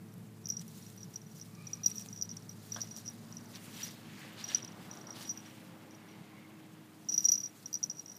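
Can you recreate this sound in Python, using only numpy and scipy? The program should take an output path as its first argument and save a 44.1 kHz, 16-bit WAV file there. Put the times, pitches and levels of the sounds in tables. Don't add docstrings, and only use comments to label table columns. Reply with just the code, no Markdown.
import sys
import numpy as np
from scipy import signal
from scipy.fft import rfft, irfft, next_fast_len
from scipy.io import wavfile
from scipy.ndimage import uniform_filter1d, map_coordinates

SR = 44100
rng = np.random.default_rng(int(sys.argv[2]) if len(sys.argv) > 2 else 0)


def invert_db(level):
    return 10 ** (np.asarray(level, dtype=float) / 20)


def inscribe(sig):
    pcm = np.round(np.clip(np.atleast_2d(sig).T, -1, 1) * 32767)
    wavfile.write(sys.argv[1], SR, pcm.astype(np.int16))


N = 361002
TIME = np.arange(N) / SR
SHELL_HZ, OVERTONE_HZ = 5778, (13390, 13550)


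def unit(x):
    return x / np.sqrt(np.mean(x ** 2) + 1e-20)


def curves(rows):
    s, *columns = np.transpose(rows)
    return [np.interp(TIME, s, column) for column in columns]


def wobble(rate):
    knots = rng.standard_normal(int(N * rate / SR) + 4)
    return map_coordinates(knots, [TIME * rate])


def bumps(t, count):
    return np.interp(t, np.linspace(0, t[-1], num=count), rng.standard_normal(count))


def filtered(x, response):
    m = next_fast_len(N + 8192)
    return irfft(rfft(x, m) * response(np.fft.rfftfreq(m, 1 / SR)), m)[:N]


def coloured(x, spectrum):
    f, db = np.transpose(spectrum)

    def response(hz):
        return invert_db(np.interp(np.log(hz + 1), np.log(f), db, -120, -120))

    return unit(filtered(x, response))


def crackle(per_second, spread_db, share):
    size_db = spread_db * np.clip(rng.standard_normal(N), -2, 2)
    happens = rng.random(N) < per_second / SR
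    clicks = happens * invert_db(size_db) * np.sign(rng.standard_normal(N))
    share = np.clip(share, 0, 1)
    mix = np.sqrt(share) * unit(clicks) + np.sqrt(1 - share) * rng.standard_normal(N)
    z = signal.stft(mix, nperseg=256)[2]
    patches = uniform_filter1d(rng.standard_normal(z.shape), size=6, axis=0)
    patches = uniform_filter1d(patches, size=8, axis=1)
    return signal.istft(z * invert_db(1.6 * unit(patches)), nperseg=256)[1][:N]


def spit(count):
    return np.convolve(rng.standard_normal(count), [1, 1, -1, -1], "same")


def background():
    # t/s, level/dB
    rumble_db = [(0.0, -55.5), (1.23, -54), (8.14, -63), (8.19, -64)]
    # t/s, level/dB
    whoosh_db = [(0, -75.5), (2.8, -66.5), (3.8, -59.5), (4.1, -62), (4.4, -58), (5.1, -56), (5.3, -60.5),
                 (6.5, -63), (6.9, -67.5), (8.19, -69.5)]
    # f/Hz, level/dB per Hz
    rumble_colour = [(30, -37), (70, -24.5), (95, -17.5), (130, -2.5), (170, 2.5), (230, -4), (300, -21),
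                     (500, -36.5)]
    tyre_colour = [(250, 3.5), (450, -0.5), (1100, -2.5), (2300, -11)]
    air_colour = [(150, -34), (260, 7.5), (500, -3), (900, -6.5), (2700, -14.5), (5700, -22.5),
                  (14600, -20.5), (15400, -29)]
    rumble_gain = invert_db(curves(rumble_db)[0] + 1.5 + 1.9 * wobble(10))
    rumble = rumble_gain * coloured(rng.standard_normal(N), rumble_colour)
    whoosh = invert_db(curves(whoosh_db)[0]) * coloured(crackle(300, 2.9, 0.07), tyre_colour)
    air = invert_db(-62.0 + 0.54 * wobble(3.3)) * coloured(rng.standard_normal(N), air_colour)
    return rumble + whoosh + air


def engine(hz, levels):
    turn = 2 * np.pi * np.cumsum(hz) / SR
    out = np.zeros(N)
    for order, db in enumerate(levels, 1):
        gain = np.sqrt(2) * invert_db(db + 0.97 * wobble(6.8))
        out += gain * np.sin(order * turn + 1.12 * wobble(6))
    return out


def vehicles():
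    # t/s, firing f/Hz, bearing (0 side on, 1 from behind), gain for distance/dB
    engine_path = [(0, 110.5, 0.15, 1.8), (1.4, 109, 0.08, -0.8), (2.6, 107.4, 0.1, 1),
                   (4.3, 106.2, 0.6, 1.5), (5.5, 105.6, 0.84, 1.5), (7, 104.8, 1, -0.5),
                   (8.19, 102.7, 0.7, -6)]
    # level side on/dB, level from behind/dB
    order_levels = [(-57.5, -69.5), (-63, -64.5), (-72.5, -61), (-68.5, -82.5)]
    # t/s, firing f/Hz, level/dB
    pulling_path = [(2.3, 108.2, -81), (2.8, 110.9, -54.5), (3.7, 120.4, -60), (4.2, 118.3, -63.5),
                    (5.5, 120.8, -63.5), (6.4, 117.6, -77), (6.8, 118, -94)]
    hz, bearing, far_db = curves(engine_path)
    second_hz, second_db = curves(pulling_path)
    levels = [side + (behind - side) * bearing + far_db for side, behind in order_levels]
    fifth_db = -69.5 - 10 * ((TIME - 5.72) / 0.29) ** 4
    turning_away = engine(hz, levels + [fifth_db])
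    return turning_away + engine(second_hz, [second_db - 8, second_db])


def stirring():
    # peak t/s, crisp straw level/dB, dull leaves level/dB, time to fade 10 dB/s (sign ignored)
    stir_rows = [(0.617, -53, -61, 0.01), (.2, -79, -96, 1), (.37, -77, -94, 5), (.78, -63, -71, 0.4),
                 (.875, -76, -89, 0.15), (1.38, -63.5, -73, 0.14), (1.68, -67.5, -69.5, 0.32),
                 (1.88, -55, -70, 0.04), (2.0, -59.5, -74, 0.18), (2.36, -70.5, -74, 0.84),
                 (2.664, -65, -83, -0.1), (2.7, -65, -84, 0.2), (2.78, -64.5, -63, 0.22),
                 (2.978, -57.5, -66, 0.06), (3.14, -76, -88, 0.2), (3.3, -71.5, -70.5, 1.5),
                 (3.555, -63, -59.5, 0.0652), (3.64, -62, -71, 0.31), (3.71, -72, -61.5, 0.15),
                 (3.81, -53, -52, 0.104), (4.2, -66, -57, 0.25), (4.4, -70, -54, 0.09),
                 (4.51, -60.5, -50.5, 0.09), (4.86, -66.5, -63, 0.33), (5.17, -62.5, -58.5, .06),
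                 (5.22, -54.5, -54.5, 0.06), (5.47, -67, -63, 0.28), (5.582, -86, -86, 2),
                 (6.1, -93, -69, 1), (6.4, -87, -73.5, -2), (7.124, -56, -76, 0.022), (7.14, -62, -80, .03),
                 (7.18, -59, -80, .035), (7.246, -54, -74, 0.028), (7.29, -60, -80, .015),
                 (7.319, -60, -80, .02), (7.3, -66, -73.5, 0.5), (7.76, -67, -100, 1.1)]
    rise_share = 0.59
    t = TIME[::256]
    s, straw_db, leaves_db, fade = np.transpose(stir_rows)[..., None]
    away = np.where(t > s, t - s, (s - t) / rise_share)
    shape_db = -10 * away / np.abs(fade)
    gains = []
    for db, still_db in ((straw_db, -77.5), (leaves_db, -90.5)):
        power = np.sum(invert_db(db + shape_db) ** 2, axis=0) + invert_db(still_db) ** 2
        gains.append(np.interp(TIME, t, np.sqrt(power)))
    return gains


def crumbs():
    # t/s, f/Hz
    crumb_pitch = [(0, 4380), (3.5, 4800), (3.59, 2300), (3.7, 2800), (3.8, 3300), (3.86, 4200),
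                   (4.18, 2000), (4.33, 2300), (4.4, 3700), (4.56, 3400), (4.9, 2800), (5.16, 4000),
                   (5.26, 3600), (5.36, 2500), (8.19, 2500)]
    per_second, cycles = 1300, 4.9
    count, k = int(per_second * N / SR), np.arange(200)
    at = rng.integers(0, N, count)
    hz = curves(crumb_pitch)[0][at, None] * np.exp(.16 * rng.standard_normal((count, 1)))
    turns = hz * k / SR
    size_db = 4 * rng.exponential(size=(count, 1)).clip(0, 2.5)
    rings = invert_db(size_db - 30 * turns / cycles) * np.sin(2 * np.pi * turns)
    total = np.bincount((at[:, None] + k).ravel(), rings.ravel(), N + 1)
    return unit(np.diff(total)[:N])


def litter():
    # f/Hz, level/dB per Hz
    straw_colour = [(2500, -11), (4300, -4), (7000, -3), (9000, -5.5), (13700, -7), (15300, -7)]
    leaf_colour = [(800, -17.5), (1700, -0.5), (3200, -3.5), (4500, -5.5), (7000, -11.5), (11000, -25.5)]
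    straw_gain, leaves_gain = stirring()
    straw = straw_gain * invert_db(2.5 + 1.9 * wobble(70)) * coloured(crackle(3000, 4, .17), straw_colour)
    shuffle = coloured(crackle(1200, 5, .25), leaf_colour) + invert_db(1.5) * crumbs()
    return straw + leaves_gain * invert_db(1.2 * wobble(45)) * shuffle


def pellet():
    # (below 1 ms, even negative, the bell rings
    bell_strikes = [(.4565, -27.5, 2), (.4702, -25.5, -10), (.4893, -22, 1), (.4944, -37.5, 5),
                    (.5011, -25, 5.5), (.5205, -34, 6), (.5681, -30, 5.5), (.5942, -28.5, 1.5),
                    (.8241, -46, 3.5), (.8646, -47, 6), (.9748, -51.5, 13.5), (1.0041, -52, 17),
                    (1.03, -34.5, 3), (1.1368, -50.5, 9), (1.1582, -31, 5), (1.2154, -47, 3.5),
                    (1.3668, -40, 1.5), (1.3982, -34.5, 1), (1.4134, -30, 2), (1.6242, -46, 0.5),
                    (1.6694, -35.5, 5.5), (1.7317, -29.5, 6), (1.771, -51, 5),
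                    (1.8336, -36.5, 12), (1.842, -31.5, 8), (1.8605, -17, 7), (1.879, -31.5, 3.5),
                     (1.8958, -43.5, 10), (1.9138, -34.5, 6), (1.9555, -42.5, 13.6), (1.981, -27.5, 3),
                     (2.003, -45, 6), (2.0105, -44, 9), (2.021, -37, 2.5), (2.0867, -36, 2),
                     (2.1274, -38, 6), (2.161, -39.5, 3.5), (2.1879, -47, 11.5), (2.212, -29, 3.5),
                     (2.223, -21.5, 3), (2.2314, -31, 2), (2.2917, -28.5, 2), (2.304, -44, 4),
                     (2.3124, -37.5, 8), (2.3695, -30, 2), (2.4933, -37, 3.5), (2.7198, -29.5, 5.5),
                     (2.7453, -29.5, 3.5), (2.7673, -34.5, 2), (2.8058, -30.5, 2.5), (2.813, -33.5, 4),
                     (2.8165, -24.5, 2.5), (2.823, -33, 5), (2.833, -35.5, 2), (2.873, -34, 1.5),
                     (2.911, -43, 13),
                    (2.9642, -31, 1.5), (2.9829, -41, 4.5), (3.0593, -42.5, 7), (3.0774, -28, 2.5),
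                   (3.085, -32, 4.5), (3.3249, -38, 2), (3.368, -32.5, 3), (3.457, -48.5, 3),
                   (3.5504, -40, 2.5), (3.7668, -47, 8), (3.83, -34, 13), (3.88, -37, 2), (3.889, -30, 1),
                   (4.4406, -31.5, 7), (4.487, -37, 8.5), (4.5469, -16, 3.5), (4.5544, -27, 4.5),
                   (4.5702, -40.5, 10.5), (4.583, -34.5, 2), (4.6287, -33, 2), (4.648, -26.5, 1.5),
                   (4.678, -43.5, 5), (4.9119, -38, 4.5), (4.936, -40.5, 3), (4.972, -39, 2),
                   (5.012, -42, 4), (5.0687, -40, 4.5), (5.105, -32, 4), (5.292, -33, 36),
                   (5.374, -36.5, 4),
                    (.5348, -47.5, 24), (.68, -53, 8), (1.2628, -56.5, 11), (1.3132, -56.5, 8),
                (1.5502, -49, 2.5), (1.972, -40, 7), (2.1751, -41, 5), (2.2483, -46, 9),
                (2.4229, -47.5, 2.5), (2.94, -51, 21), (3.4085, -52, 5), (4.477, -47, 11.5),
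                (4.72, -46, 2.5), (5.2741, -47, 36), (5.459, -53, 9), (5.4968, -53, 4.5),
                (5.9091, -45, 1.5), (5.9475, -52.5, 6.5), (6.086, -58, 8), (6.111, -57.5, 6.5),
                (7.0467, -48, 1.5), (7.2138, -39, 3.5), (7.2218, -40, 6), (7.2742, -40, 9), (7.353, -29, 7),
                (8.151, -48, 4),
                    (.0578, -55, 1), (.0862, -54.5, 1.5), (.1221, -57.5, 3), (.3551, -56, 1), (.4404, -56, 15),
               (2.713, -52, 3), (3.052, -49.5, 5), (3.066, -38, 3), (3.107, -46, 3.5), (3.542, -43, 0.5),
               (3.556, -40, 1), (3.563, -40, 1), (3.742, -49, 5), (3.848, -42, 6), (3.901, -46, 2),
               (3.908, -43, 2), (4.525, -45.5, 5.5), (4.537, -44, 6), (4.622, -46, 12), (5.253, -47.5, 13),
               (5.265, -49, 3), (5.306, -32.5, 10), (5.359, -56, 11), (5.402, -49, 3.5),
                    (7.087, -32, 22), (7.0933, -26.5, 9.5), (7.119, -27, 3), (7.123, -28, 8), (7.1305, -35, 7),
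               (7.141, -25.5, 20), (7.149, -31, 4.5), (7.1613, -33, 5), (7.1778, -18.5, 7.5),
               (7.188, -29, 6), (7.1967, -33, 4), (7.2054, -26, 3.5), (7.229, -42, 12.5),
               (7.2431, -24.5, 4), (7.251, -18.5, 19), (7.263, -37, 13), (7.2848, -20, 12),
               (7.288, -16, 7.5), (7.3178, -14.5, 5.5), (7.323, -22, 11), (7.326, -26, 8),
               (7.3364, -26, 13), (7.342, -26, 5.5), (7.354, -24, 5), (7.377, -27.5, 8), (7.402, -31, 4.5),
               (7.411, -25, 2), (7.431, -37, 16), (7.4367, -34.5, 15), (7.458, -31, 5.5),
                    (7.4723, -41, 5), (7.5979, -56, 1.5), (7.658, -33, 5.5), (7.729, -28, 3), (7.741, -23, 4),
                  (7.7522, -25, 6), (7.756, -32, 5.5), (7.772, -37, 3.5), (7.8294, -24, 3),
                  (7.8372, -19, 3.5), (7.898, -28.5, 5), (7.912, -34.5, 5.5), (7.948, -55, 25),
                  (7.9691, -45.5, 7), (7.982, -47, 17.5), (7.994, -33, 6), (8.06, -35, 2.5), (8.08, -45, 9),
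                  (8.096, -43, 9), (8.117, -43, 7.5), (8.1648, -41.5, 2.5)]
    hard = np.array(sorted(bell_strikes))
    s, db, ms = hard.T
    luck = rng.standard_normal((len(hard), 3))
    back_s = s + 2.9 * np.abs(ms) / 1000 + 0.0062 * np.exp(.55 * luck[:, 0])
    back_db = -49.5 + 0.52 * (db - db.mean()) + 2.1 * luck[:, 1]
    back_db = np.minimum(back_db, db - 14.0)
    back_ms = 3.8 * np.exp(0.61 * luck[:, 2])
    soft = np.transpose([back_s, back_db, back_ms])
    in_time = back_s < np.append(s[1:], N / SR)
    strong = db > -46
    return sorted(map(tuple, np.vstack([hard, soft[in_time & strong]])))


def tick(t, t60):
    hz, cycles = 5250, 6.5
    k = np.arange(-60, 61) / SR
    ringing = np.exp(-(k * hz / cycles * np.pi) ** 2) * np.cos(2 * np.pi * hz * k)
    noise = invert_db(-60 * t / t60) * rng.standard_normal(len(t))
    return np.convolve(noise, 2 * ringing / np.linalg.norm(ringing))[30:][:len(t)]


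def bell():
    # f/Hz, level/dB, time to fade 60 dB/s
    lingering = [(6002, -28, .1), (6150, -28, .03), (5540, -14, .035), (5320, -16, .022)]
    free_ms = 3.5
    fade_shape = 1.15
    out, t = np.zeros(N + SR), np.arange(SR // 12) / SR
    strikes = pellet()
    chance = rng.standard_normal((len(strikes), 9))
    following = [row[0] for row in strikes[1:]] + [N / SR]
    for (s, db, ms), after, c in zip(strikes, following, chance):
        rise_s = .00078 * np.exp(.25 * c[3])
        rise = 1 - np.exp(-(t / rise_s) ** 2)
        stopped = invert_db(-60 * np.maximum(t - (after - s), 0) / 0.003)
        fade_db = -9 * (t / (max(ms, 1) / 1000)) ** fade_shape
        free = np.clip(ms / free_ms, .2, 1)
        rolling = 1 + .14 * bumps(t, count=40) + .15 * bumps(t, count=150)
        ring = rolling * invert_db(fade_db) * stopped * np.sin(2 * np.pi * (SHELL_HZ + 30 * c[0]) * t)
        for (hz, level_db, t60), g in zip(lingering, c[[1, 8, 2, 3]]):
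            gain = invert_db(level_db + 3 * g - 60 * t / (t60 * free))
            ring += rolling * gain * np.sin(2 * np.pi * hz * t)
        for hz, g in zip(OVERTONE_HZ, c[4:]):
            gain = invert_db(-40 + 3 * g - 60 * t / .05)
            ring += rolling * gain * np.sin(2 * np.pi * (hz - 20 + 60 * c[7]) * t)
        contact = invert_db(-29) * tick(t, .012) + invert_db(-42 - 60 * t / .003) * spit(len(t))
        knock = invert_db(3 * c[6]) * contact
        out[round(s * SR):][:len(t)] += invert_db(db + 3.0) * (rise * ring + knock)
    return out[:N]


def stalks():
    # t/s, peak level/dB, f/Hz
    stalk_ticks = [(0.14, -47, 11700), (0.1819, -50, 11900), (0.4863, -35, 12500), (0.5959, -46, 7820),
                   (0.6683, -50.5, 9780), (0.6798, -41.5, 11500), (0.777, -45, 13000), (0.9017, -43, 8000),
                   (0.9654, -45.5, 11700), (1.1427, -43, 7510), (1.6235, -49, 9230), (1.7139, -48, 8620),
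                   (1.904, -36, 8130), (1.9975, -39, 7860), (2.012, -41, 8500), (2.024, -48, 7500),
                   (2.061, -40, 7840), (2.2557, -47, 7790), (2.367, -41, 9020), (2.6622, -43, 12400),
                   (2.972, -37, 7800), (3.101, -42, 9100), (3.136, -46, 10600), (3.3158, -49, 9490),
                   (4.5659, -51, 7850), (4.6462, -43, 8890), (5.1581, -56, 7670), (5.5766, -53, 9830)]
    out, t = np.zeros(N + SR), np.arange(SR // 60) / SR
    for s, db, hz in stalk_ticks:
        hiss = .18 * np.diff(rng.standard_normal(len(t) + 1))
        ring = np.sin(2 * np.pi * hz * t) * invert_db(-60 * t * hz / 16)
        out[round(s * SR):][:len(t)] += invert_db(db + 5.0 - 60 * t / .007) * (hiss + ring)
    return out[:N]


def glints():
    # t/s, peak level/dB, four thirds of the time to fade 60 dB/s
    glint_rows = [(0.4578, -67, 0.085), (0.4897, -42.5, 0.085), (0.5005, -50, 0.093), (1.1572, -58, 0.085),
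                  (1.3772, -63, 0.085), (1.669, -63, 0.085), (1.732, -61, 0.085), (1.8336, -53, 0.085),
                  (1.8604, -34, 0.091), (1.8784, -52, 0.085), (1.9128, -54, 0.085), (1.9549, -46, 0.085),
                  (1.9812, -56, 0.085), (2.2222, -42, 0.079), (2.3115, -64, 0.085), (2.4931, -53, 0.078),
                  (2.7211, -52, 0.085), (2.745, -57, 0.085), (2.8165, -45, 0.085), (2.9636, -57, 0.085),
                  (3.8306, -45, 0.085), (3.8462, -46, 0.076), (4.3275, -56, 0.085), (4.4392, -51.5, 0.085),
                  (4.547, -60, 0.085), (4.6477, -74, 0.085), (5.0698, -65, 0.085), (5.1042, -61, 0.085),
                  (5.274, -59, 0.085), (5.2916, -56, 0.085), (5.3054, -53, 0.085), (5.3586, -60, 0.085),
                  (5.3731, -56, 0.085), (7.0877, -55, 0.085), (7.1231, -52, 0.085), (7.1396, -44, 0.085),
                  (7.177, -41, 0.084), (7.2048, -48, 0.085), (7.223, -46, 0.085), (7.2513, -35, 0.064),
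                  (7.2887, -41, 0.077), (7.3167, -33, 0.072), (7.3254, -48, 0.085), (7.3404, -46, 0.085),
                  (7.3769, -48, 0.085), (7.385, -54, 0.085), (7.4018, -51, 0.092), (7.431, -52, 0.085),
                  (7.463, -54, 0.078), (7.6579, -55, 0.085), (7.7287, -47, 0.085), (7.7392, -46, 0.085),
                  (7.838, -52, 0.085), (7.8987, -69, 0.085), (7.9946, -63.5, 0.085), (8.062, -62, 0.087),
                  (8.1637, -50.5, 0.072)]
    out, t = np.zeros(N + SR), np.arange(SR // 8) / SR
    for (s, db, t60), c in zip(glint_rows, rng.standard_normal((len(glint_rows), 3))):
        rolling = (1 + .25 * bumps(t, count=60)) * (1 - np.exp(-t / .001))
        pair = np.zeros(len(t))
        for hz, side in zip(OVERTONE_HZ, (1, -1)):
            pair += invert_db(4 * side * c[0].clip(-1, 1)) * np.sin(2 * np.pi * (hz + 25 * c[2]) * t)
        fade = invert_db(db + 2 - 60 * t / max(0.75 * t60, .01))
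        out[round(s * SR):][:len(t)] += fade * rolling * pair / 2
    return out[:N]


def snaps():
    # t/s, peak level/dB, f/Hz
    straw_snaps = [(.8654, -43, 6500), (1.11, -47, 7500), (1.8347, -40, 4500), (1.8486, -43, 3600),
                   (1.9102, -39, 4040), (1.9937, -43, 4700), (2.061, -41, 3980), (2.3413, -44.5, 3690),
                   (2.978, -44, 7800), (2.988, -44, 7300), (3.545, -42, 4600), (3.562, -41, 4200),
                   (4.2494, -46, 800), (2.786, -41, 1350), (2.836, -44, 750), (2.977, -46, 750),
                   (1.916, -45, 2200), (2.062, -47, 750), (5.5757, -49, 2120)]
    # t/s, peak level/dB, f/Hz
    leaf_cracks = [(3.5386, -56, 1720), (3.5581, -29, 4400), (3.584, -42.5, 2300), (3.7786, -47, 3520),
                   (3.792, -42, 3200), (3.822, -38, 4700), (4.1023, -47, 2860), (4.1872, -52, 1990),
                   (4.5177, -28.5, 2900), (4.7958, -52.5, 2850), (5.158, -41, 3950), (5.2153, -46.5, 3460)]
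    # t/s, peak level/dB
    twig_blows = [
        (2.763, -30),
        (2.786, -41),
    ]
    # f/Hz, width/Hz, level/dB
    wood_modes = [(690, 240, -8), (1210, 120, -1.5), (1610, 130, -4), (2150, 61, -16), (3320, 490, -15.5)]
    out, blows, t = np.zeros(N + SR), np.zeros(N), np.arange(SR // 40) / SR
    for s, db, hz in straw_snaps + leaf_cracks:
        click = .07 * invert_db(-60 * t / .004) * spit(len(t))
        ring = invert_db(-60 * t * hz / 9) * np.sin(2 * np.pi * hz * t)
        out[round(s * SR):][:len(t)] += invert_db(db) * (click + ring)
    for s, db in twig_blows:
        blow = 0.46 * rng.standard_normal(len(t)) + 8 * (t == 0)
        blows[round(s * SR):][:len(t)] += invert_db(db + 12.0 - 60 * t / 0.13) * blow

    def wood(f):
        total = 0
        for k, (centre, width, db) in enumerate(wood_modes):
            damping = 1j * f * width
            total = total + (-1) ** k * invert_db(db) * damping / (centre * centre - f * f + damping)
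        return total

    return out[:N] + filtered(blows, wood)


def bird():
    # t/s, f/Hz, level/dB
    cry_rows = [
        [(1.45, 1120, -86), (1.6, 1180, -73), (1.75, 1225, -77), (1.9, 1255, -79), (2.1, 1225, -84)],
        [(5.98, 1090, -84), (6.1, 1085, -73), (6.2, 1040, -81), (6.38, 1070, -74), (6.6, 1090, -84)],
    ]
    out = np.zeros(N)
    for rows in cry_rows:
        hz, db = curves(rows)
        turn = 2 * np.pi * np.cumsum(hz * (1 + .014 * wobble(30))) / SR
        sounding = (TIME > rows[0][0]) & (TIME < rows[-1][0])
        note = (1.5 + 1.8 * wobble(110)) * np.sin(turn)
        octave = (1.2 + 3 * wobble(300)) * np.sin(2 * turn)
        out += sounding * invert_db(db) * (note + octave)
    return out


def scene():
    far = background() + vehicles() + bird()
    ground = litter() + stalks() + snaps()
    return (far + ground + bell() + glints())[None]


def top_cut(x):
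    return signal.sosfilt(signal.butter(12, 16460, fs=SR, output="sos"), x)


def record(dry):
    def band_limit(hz):
        return invert_db(np.interp(hz, [15300, 15450, 16400], [0, -21, -25]))

    limited = filtered(dry[0], band_limit)
    return top_cut(limited[None])


dry = scene()
out = record(dry)
inscribe(out)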